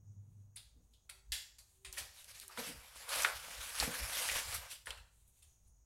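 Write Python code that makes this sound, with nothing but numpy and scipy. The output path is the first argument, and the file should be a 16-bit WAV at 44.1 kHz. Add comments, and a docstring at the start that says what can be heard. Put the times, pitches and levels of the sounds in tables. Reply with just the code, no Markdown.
"""Gritty boots in a night corridor

A walker's boots crunch down the bare concrete corridor of an empty building and pass a phone microphone.
Close by, the soles drag and turn: bursts of filtered grains make crunches and slides, ringing cracks make stones.
Landings are low resonant knocks, and decaying noise answers from the bare walls.
Behind are a low hum that sinks early, a far unsteady tone, brushing trousers, a draught and faint insects."""
import sys
import numpy as np
from scipy import signal
from scipy.fft import rfft, irfft, next_fast_len
from scipy.io import wavfile
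from scipy.ndimage import uniform_filter1d, map_coordinates

SR = 44100
rng = np.random.default_rng(int(sys.argv[2]) if len(sys.argv) > 2 else 0)


def transcribe(u):
    """Save the signal u as a 16-bit wav file named by the first command-line argument.

    u: samples, shape (n,) or (channels, n), limited to [-1, 1]; the rate is SR.
    q: integer samples, one column per channel.
    """
    v = np.clip(np.atleast_2d(u).T, -1, 1)
    q = np.round(v * 32767).astype(np.int16)
    wavfile.write(sys.argv[1], SR, q)


N = 258143
TIME = np.arange(N) / SR

# All levels are those of the dry source, ahead of the corridor.
# still night air: hz, level_db
AIR_SPECTRUM = [(100, 18.5), (250, 2), (450, 1), (900, 0), (1800, -11), (3500, -19), (8000, -25.5),
                (12000, -17.5), (16000, -7)]
# draught on the microphone: hz, level_db
DRAUGHT_SPECTRUM = [(20, -7), (35, -17), (50, 9.5), (75, 0.5), (110, -10), (190, -22), (300, -49),
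                    (600, -52)]
# puffs of air on the microphone: peak_s, level_db
PUFFS = [(.78, -58.5), (1.31, -52), (1.89, -53), (2.02, -55), (2.76, -53.5), (3.17, -56), (3.36, -52),
         (3.6, -55), (3.83, -48.5), (4.04, -45), (4.33, -50), (4.48, -46), (4.56, -45.5), (4.9, -56.5),
         (5.0, -54.5), (5.43, -61.5), (5.67, -56.5)]
PUFF_BUILD_S, PUFF_T60_S = 0.039, 0.28
DRAUGHT_DB, DRAUGHT_SWING_DB = -72, 1.5  # between the puffs
# loudness of the insects over time: time_s, level_db
INSECT_LEVELS = [(0, -82), (.15, -81.5), (.25, -86.5), (1.6, -82), (5.1, -88), (5.5, -77), (5.85, -80.5)]
# chirr of the insects: hz, level_db
INSECT_SPECTRUM = [(3500, -40.5), (5200, -13.5), (6050, 0), (6350, -2), (6850, 6), (7200, -18.5),
                   (8200, -10), (9000, -26), (16000, -42.5)]

# harmonics of the hum: multiple, level_db
HUM_HARMONICS = [(1, 10), (2, -14.5), (3, -34.5)]
# rough noise in the hum: hz, level_db
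GROWL_SPECTRUM = [(40, -8.5), (80, -14), (125, 14.0), (190, 0.5), (280, -12), (400, -16.5),
                  (800, -29), (2000, -61.0)]
HUM_DB, HUM_UNTIL_S, HUM_T60_S, HUM_REST_DB = -58.5, 0.42, 0.74, -84.5  # holds, then sinks to a murmur
# swells of the far tone: peak_s, level_db
TONE_SWELLS = [(1.17, -80), (1.88, -69.5), (2.47, -74)]
TONE_BUILD_S, TONE_T60_S = 0.1, 0.62

# trouser legs brushing: peak_s, level_db
SWISHES = [(.35, -92), (.92, -84), (1.74, -73), (5.17, -79.5), (5.39, -73)]
# soft rustle of cloth: hz, level_db
CLOTH_SPECTRUM = [(1000, -17), (2500, -5), (4000, -3), (5500, -12), (7000, -0.5), (8400, 3.5),
                  (12000, -1.5), (16000, -14.5)]
SWISH_BUILD_S, SWISH_T60_S = 0.22, 0.93

# the boot's weight landing: start_s, level_db, rise_s, fade_t60_s, heel_over_sole_db
THUDS = [(0.739, -71, 0.026, 0.58, -20), (1.984, -73, 0.013, 0.11, 11), (2.578, -47.5, 0.0091, 0.17, 3),
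         (2.654, -52.5, 0.043, 0.25, -7), (3.14, -65.5, .025, 0.55, -13), (3.452, -69.5, 0.035, 0.5, -7),
         (3.797, -51, 0.041, .22, 1.5), (3.872, -39.5, .0069, 0.13, -3), (3.98, -60, 0.019, 0.37, -4),
         (4.87, -72.5, 0.003, 0.17, 15)]
# low resonances of the corridor: hz, level_db
CORRIDOR_BOOM = [(60, 12.5), (200, -3.5), (260, -1), (310, -1), (375, -17.5), (470, 7), (600, -5)]
SOLE_HZ, HEEL_HZ = 211.6, 502.3  # the two resonances of a landing boot

# single stones snapping or kicked: start_s, level_db, ring_hz
STONES = [(1.3205, -22.5, 4650), (1.927, -33, 6700), (2.244, -41, 3900), (2.399, -37, 5130),
          (2.48, -37.5, 9680), (3.1592, -24.5, 9050), (3.2187, -29.5, 8600), (3.2222, -20.5, 7900),
          (3.2336, -19.5, 6240), (3.247, -15.5, 2140), (3.2489, -13, 1480), (3.261, -24, 1890),
          (3.300, -32, 1460), (3.8005, -14, 4460), (3.826, -25, 805), (4.289, -23, 1910),
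          (4.298, -21, 2480), (4.8709, -29, 1810), (4.9062, -26.5, 3030)]
STONE_HZ, STONE_DB = 4000, -30  # a typical stone: pitch and level
STONE_T60_S, STONE_T60_EXPONENT = 0.0047, -0.59  # ring of the typical stone; lower stones ring longer
CRACK_DB, CRACK_DB_PER_OCTAVE, CRACK_DB_PER_DB = -9, 13, -0.94  # high, soft stones crack more than ring

# soles sliding: full_pressure_s, sand_db, build_s, hold_s, scrape_over_sand_db
SLIDES = [(1.934, -56, 0.015, .01, -11), (1.983, -40.5, 0.018, .003, -16), (2.045, -63, 0.033, .01, -17),
          (2.194, -58, 0.15, .015, -12.5), (2.3, -55.5, 0.084, .006, -7), (2.359, -53.5, 0.023, .008, -11),
          (2.414, -53.5, 0.018, 0.0069, -30), (2.493, -62, 0.045, 0.49, -2.5),
          (2.592, -45.5, 0.027, 0.0071, -2), (2.672, -45, 0.086, 0.01, -7.5),
          (2.972, -54, 0.033, .005, -7.5), (3.026, -53.5, .06, 0.0084, -8),
          (3.133, -41, 0.075, 0.098, -1.5), (3.264, -47, 0.067, 0.035, 3.5),
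          (3.357, -49.5, 0.056, 0.013, -12.5), (3.445, -54, 0.13, 0.14, -3.5),
          (3.648, -48, 0.29, 0.11, -6.5), (3.793, -40, 0.074, 0.043, -3.5),
          (3.954, -45.5, 0.33, 0.092, -3.5), (4.174, -40, 0.27, 0.22, -7), (4.493, -45, 0.11, 0.059, -4.5),
          (4.624, -60, 0.076, .04, 5), (4.715, -49, 0.047, .012, -15)]
# hiss of fine sand: hz, level_db
SAND_SPECTRUM = [(400, -55), (1500, -7), (2800, 4), (4200, 3.5), (5500, 3), (6600, 0.5), (7600, 2),
                 (11000, 3), (12800, -1.5), (13600, -6.5), (16000, -13)]
# scrape of coarse grit: hz, level_db
SCRAPE_SPECTRUM = [(100, -24), (190, -25), (260, -35.5), (370, -28.5), (480, 0.5), (640, 0), (800, -0.5),
                   (1100, 2), (1500, 3.5), (2400, 2), (3100, -8.5), (6000, -27)]
SLIDE_T60_S = 0.23  # how fast a sliding sole comes to rest
BUILD_DB = 16.5  # climb of any stroke over its build-up time

# crunches under the sole:
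# start_s, level_db, rise_s, fade_t60_s, lows_db, treble_db, chip_low_hz, chip_high_hz
STEPS = [(0.5578, -46.5, 0.0047, 0.079, -9, 3.5, 2080, 9770),
         (.566, -51, 0.0043, 0.18, -9, -6.5, 4030, 13100), (0.934, -66.5, 0.0038, .15, -31, -4, 3120, 3900),
         (1.092, -46, 0.0059, 0.085, -1.5, 0.5, 1350, 2200),
         (1.319, -35.5, 0.0056, 0.25, -11, -4, 1570, 3320), (1.583, -55, 0.0037, 0.15, -1.5, 7, 4500, 6900),
         (1.847, -47, 0.0017, 0.18, -0.5, -5, 2620, 8200), (1.970, -42.5, 0.0094, 0.069, 6, 1, 1760, 2430),
         (1.981, -42.5, 0.0011, 0.097, 6, 9, 2430, 4370), (2.494, -54, 0.0045, 0.099, 39, -18, 890, 1250),
         (2.574, -39.5, 0.0011, .076, 21, -1, 2230, 3300),
         (3.0883, -40, 0.0034, 0.17, -5, 2.5, 4030, 11000), (3.250, -37.5, 0.007, .11, 29, -18, 1410, 2400),
         (4.541, -38, 0.0026, 0.11, -11, 3, 12000, 14700), (4.857, -49, 0.0018, 0.15, 1, 4, 1630, 9800),
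         (4.872, -47.5, .003, 0.31, 13, -1, 780, 1734), (4.907, -46, .0011, 0.1, 5, -22, 2670, 4020),
         (4.971, -55.5, .004, 0.12, -3, -5, 1825, 2680), (5.277, -68, .0008, 0.15, -10, 30, 9000, 13200),
         (5.421, -60, 0.0049, 0.15, -2.5, 7, 2500, 3180),
         (5.672, -70.5, 0.0018, 0.14, -11.5, 14, 8900, 11030)]
# crushed grit: hz, level_db
CRUNCH_SPECTRUM = [(150, -43.5), (400, -19), (900, -11.5), (1450, -6.5), (1800, -4.5), (2200, -4.5),
                   (2650, -4), (3300, -3), (4400, -3.5), (6200, -9), (7400, -4.5), (9500, -3.5),
                   (12900, -12), (13700, -21)]
# rubber settling on concrete: hz, level_db
RUBBER_SPECTRUM = [(150, -19.5), (350, -21.5), (550, 2), (850, 1.5), (1300, -2), (2200, -8.5), (4000, -7),
                   (8000, -32.5)]
# chip ring at this fade; a longer crunch breaks more chips and rings less
CHIP_RING_DB, CHIP_T60_S = 10, 0.1

# fading of the sound between bare walls: hz, t60_s
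WALL_T60 = [(100, 0.051), (800, 0.52), (3000, 0.4), (7000, 0.53), (10000, 0.29), (15000, 0.48)]
PHONE_TOP_HZ = 15850


def amp(db):
    """Decibels to gain."""
    return 10 ** (np.asarray(db) / 20)


def unit(x):
    """Scale to rms 1."""
    return x / np.sqrt(np.mean(x ** 2) + 1e-20)


def along(points, hz):
    """Read (hz, value) points on a log frequency axis."""
    f, v = np.transpose(points)
    return np.interp(np.log(hz + 1), np.log(f + 1), v)


def wobble(rate):
    """A smooth random curve with rate knots a second."""
    knots = rng.standard_normal(int(N * rate / SR) + 4)
    return map_coordinates(knots, [TIME * rate])


def colour(x, level_of):
    """Causal minimum-phase filter whose level in dB is a function of frequency."""
    m = 2 * next_fast_len(len(x) // 2 + 4096)
    gain = amp(level_of(np.fft.rfftfreq(m, 1 / SR)))
    cepstrum = irfft(np.log(gain + 1e-6))
    # folding the cepstrum forward in time makes the filter causal
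    cepstrum[1:m // 2] *= 2
    cepstrum[m // 2 + 1:] = 0
    return irfft(rfft(x, m) * np.exp(rfft(cepstrum)))[:len(x)]


def coloured(x, spectrum):
    """Filter by a spectrum table and scale to rms 1."""
    return unit(colour(x, lambda hz: along(spectrum, hz)))


def noise(spectrum, count=N):
    """Coloured noise of rms 1."""
    return coloured(rng.standard_normal(count), spectrum)


def grit(count, rate, spread_db):
    """Sand grains cracking at random instants, rate a second, most small and a few large."""
    chance, sizes = rng.random(count), rng.standard_normal(count)
    signs = rng.choice([-1, 1], count)
    return unit((chance < rate / SR) * signs * amp(spread_db * np.minimum(sizes, 2)))


def chips(rate, centre_hz, spread_octaves, cycles, spread_db, count=4000):
    """Scattered ticks of larger grains, each a few cycles at its own pitch."""
    t, draws = TIME[:SR // 200], rng.standard_normal((count, 2))
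    starts = np.cumsum(rng.exponential(SR / rate, count)).astype(int)
    pitch = np.clip(centre_hz * 2 ** (spread_octaves * draws[:, :1]), 900, 14000)
    size = amp(spread_db * np.minimum(draws[:, 1:], 2))
    ticks = size * np.sin(2 * np.pi * pitch * t) * np.exp(-pitch * t / cycles)
    places = starts[:, None] + np.arange(len(t))
    return unit(np.bincount(places.ravel(), ticks.ravel(), N)[:N])


def patchy(x, depth_db):
    """The colour drifts as the sole meets new patches of floor; rms 1."""
    z = signal.stft(x, nperseg=512)[2]
    field = rng.standard_normal(z.shape)
    for _ in range(2):
        field = uniform_filter1d(field, size=7, axis=0)
        field = uniform_filter1d(field, size=7, axis=1)
    return unit(signal.istft(z * amp(depth_db * unit(field)), nperseg=512)[1][:N])


def swell(t, rise, t60):
    """Pressure builds for the rise time, then dies away."""
    return np.minimum(t / max(rise, 1e-4), 1) * amp(-60 * np.maximum(t - rise, 0) / t60)


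def stroke(s, build, hold, t60):
    """A gain that climbs to 1 at time s, holds, then dies away."""
    early = np.maximum(s - TIME, 0)
    late = np.maximum(TIME - s - hold, 0)
    return amp(np.maximum(-BUILD_DB * early / build - 60 * late / t60, -120))


def surges(rows, build, t60):
    """The joint gain of (peak_s, level_db) swells that share one shape."""
    return np.sqrt(sum((amp(db) * stroke(s, build, 0, t60)) ** 2 for s, db in rows))


def add(track, s, sound):
    """Mix a sound in at time s."""
    room_left = track[max(round(s * SR), 0):][:len(sound)]
    room_left += sound[:len(room_left)]


def night(air_db=-78):
    """Still air, low draught noise on the microphone and a thin flickering chirr of insects."""
    insect_level = amp(np.interp(TIME, *np.transpose(INSECT_LEVELS)))
    insects = insect_level * noise(INSECT_SPECTRUM) * amp(1.5 * wobble(22))
    steady = amp(DRAUGHT_DB + DRAUGHT_SWING_DB * wobble(11))
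    draught = np.hypot(steady, surges(PUFFS, PUFF_BUILD_S, PUFF_T60_S))
    return amp(air_db) * noise(AIR_SPECTRUM) + draught * noise(DRAUGHT_SPECTRUM) + insects


def hum(pitch_hz=100.8, waver=0.013, rough_db=-9):
    """Wavering harmonics and low noise make a rough hum, like a motor outside."""
    phase = 2 * np.pi * np.cumsum(pitch_hz * (1 + waver * wobble(40))) / SR
    tone = sum(amp(db) * np.sin(round(k) * phase) * amp(3.3 * wobble(27)) for k, db in HUM_HARMONICS)
    fade_db = -60 * np.maximum(TIME - HUM_UNTIL_S, 0) / HUM_T60_S
    level = amp(HUM_DB + fade_db) + amp(HUM_REST_DB)
    return level * (unit(tone) + amp(rough_db) * noise(GROWL_SPECTRUM))


def far_tone(pitch_hz=382, waver=0.0193):
    """A thin tone from far away, slightly unsteady in pitch and level, swells and fades."""
    phase = 2 * np.pi * np.cumsum(pitch_hz * (1 + waver * wobble(26))) / SR
    tone = unit(np.sin(phase) * amp(1.8 * wobble(25)))
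    return surges(TONE_SWELLS, TONE_BUILD_S, TONE_T60_S) * tone


def cloth(rest_db=-93):
    """Trousers brush softly as the legs move: swells of fluttering noise."""
    level = amp(rest_db) + surges(SWISHES, SWISH_BUILD_S, SWISH_T60_S)
    return level * noise(CLOTH_SPECTRUM) * amp(1.8 * wobble(30))


def thuds(sharpness=2.8):
    """Heel and sole flex under the weight: a dull knock, coloured by the corridor."""
    out, t = np.zeros(N), TIME[:SR // 2]
    for s, db, rise, t60, heel_db in THUDS:
        push = swell(t, rise, t60)
        push_rms = np.sqrt(np.mean(push ** 2))
        for pitch_hz, part_db in ((SOLE_HZ, 0), (HEEL_HZ, heel_db)):
            def body(hz):
                detune = (hz + 1) / pitch_hz - pitch_hz / (hz + 1)
                return along(CORRIDOR_BOOM, hz) - 20 * np.log10(1 + (sharpness / 2 * detune) ** 2)

            knock = unit(colour(rng.standard_normal(len(t)), body) * push)
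            add(out, s, amp(db + part_db) * knock * push_rms)
    return out


def stones(crack_t60=0.016, overtone=1.62, overtone_db=-9, lowest=0.76,
           crumble_db=-19, crumble_t60=0.055):
    """A stone cracks, rings for a few cycles and sheds crumbs."""
    out, t = np.zeros(N), TIME[:SR // 10]
    for s, db, ring_hz in STONES:
        t60 = STONE_T60_S * (ring_hz / STONE_HZ) ** STONE_T60_EXPONENT
        crack_db = CRACK_DB + CRACK_DB_PER_OCTAVE * np.log2(ring_hz / STONE_HZ)
        crack_db += CRACK_DB_PER_DB * (db - STONE_DB)
        phase = 2 * np.pi * ring_hz * t
        ring = np.sin(phase) + amp(overtone_db) * np.sin(overtone * phase)
        ring *= amp(-60 * t / t60)
        crack = noise(SAND_SPECTRUM, len(t)) * amp(-60 * t / crack_t60)
        # crumbs sound duller or brighter with the stone they fall from
        crumbs = colour(grit(len(t), rate=3200, spread_db=-5.0),
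                        lambda hz: -12 * np.abs(np.log2((hz + 1) / ring_hz)))
        crumble = amp(crumble_db) * unit(crumbs) * swell(t, 0.0021, crumble_t60)
        # a small stone radiates little below its own pitch
        snap = colour(ring + amp(crack_db) * crack + crumble,
                      lambda hz: -10 * np.log10(1 + (lowest * ring_hz / (hz + 100)) ** 6))
        add(out, s, amp(db) * snap / (1 + amp(crack_db)))
    return out


def shuffle(catch_db=1.5, chips_db=-11):
    """A dragged sole rolls fine sand and coarser grit, catching and slipping as it goes."""
    power = np.zeros((2, N))
    for s, db, build, hold, coarse_db in SLIDES:
        levels = amp([[db], [db + coarse_db]])
        power += (levels * stroke(s, build, hold, SLIDE_T60_S)) ** 2
    sand_level, scrape_level = np.sqrt(power)
    catch = amp(catch_db * wobble(70))
    fine = coloured(grit(N, rate=12000, spread_db=4.2), SAND_SPECTRUM)
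    coarse = coloured(grit(N, rate=7000, spread_db=3), SCRAPE_SPECTRUM)
    ticks = chips(rate=260, centre_hz=4500, spread_octaves=0.8, cycles=1.1, spread_db=4.5)
    rolling = patchy(fine, depth_db=2.0) + amp(chips_db) * ticks
    return catch * (sand_level * rolling + scrape_level * patchy(coarse, depth_db=1.94))


def steps(ring_octaves=0.14, uneven_db=2.0, contact_db=2, contact_t60=0.0053,
          settle_db=-22, settle_rise=0.0247, settle_t60=0.25):
    """Each step crushes a burst of grains; the chip under the sole lends it a ring."""
    out, t = np.zeros(N), TIME[:SR // 3]
    for s, db, rise, t60, lows_db, treble_db, low_hz, high_hz in STEPS:
        tilt = [(1200, lows_db), (3200, 0), (9500, treble_db)]
        # every patch of debris has small resonances of its own
        patch = np.transpose([np.geomspace(900, 16000, 44), uneven_db * rng.standard_normal(44)])

        def debris(hz):
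            peaks = sum(np.exp(-0.5 * (np.log2((hz + 1) / f) / ring_octaves) ** 2)
                        for f in (low_hz, high_hz))
            ring = CHIP_RING_DB * CHIP_T60_S / t60 * peaks
            return along(CRUNCH_SPECTRUM, hz) + along(tilt, hz) + ring + along(patch, hz)

        grains = unit(colour(grit(len(t), rate=9000, spread_db=3.5), debris))
        # first contact adds a very short burst
        crush = swell(t, rise, t60) * (1 + amp(contact_db - 60 * t / contact_t60))
        # the sole settles a moment later with a duller scrape
        rubber = noise(RUBBER_SPECTRUM, len(t))
        settle = amp(settle_db + min(lows_db, 6)) * rubber * swell(t, settle_rise, settle_t60)
        add(out, s, amp(db) * (grains * crush + settle))
    return out


def corridor(x, wet_db, build_up=0.0053):
    """Direct sound plus the dense answer of bare walls, weighted for equal total power."""
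    hz, _, z = signal.stft(rng.standard_normal(SR * 2 // 3), SR, nperseg=256)
    t = _
    fade = amp(-60 * t / along(WALL_T60, hz)[:, None])
    tail = signal.istft(z * fade, SR, nperseg=256)[1]
    tail *= 1 - np.exp(-TIME[:len(tail)] / build_up)
    answer = signal.fftconvolve(x, tail / np.linalg.norm(tail))[:N]
    return (x + amp(wet_db) * answer) / np.hypot(1, amp(wet_db))


def scene():
    """Steps down the corridor are wetter than the shuffling beside the microphone."""
    background = night() + hum() + far_tone() + cloth()
    landings = corridor(thuds(), wet_db=-5)
    debris = corridor(stones(), wet_db=-14)
    soles = corridor(shuffle(), wet_db=-9.5) + corridor(steps(), wet_db=-5.5)
    return (background + landings + debris + soles)[None]


def record(dry):
    """The phone keeps nothing above its band limit."""
    m = next_fast_len(N + SR // 2)
    kept = np.fft.rfftfreq(m, 1 / SR) < PHONE_TOP_HZ
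    return irfft(rfft(dry, m) * kept, m)[..., :N]


dry = scene()
out = record(dry)
transcribe(out)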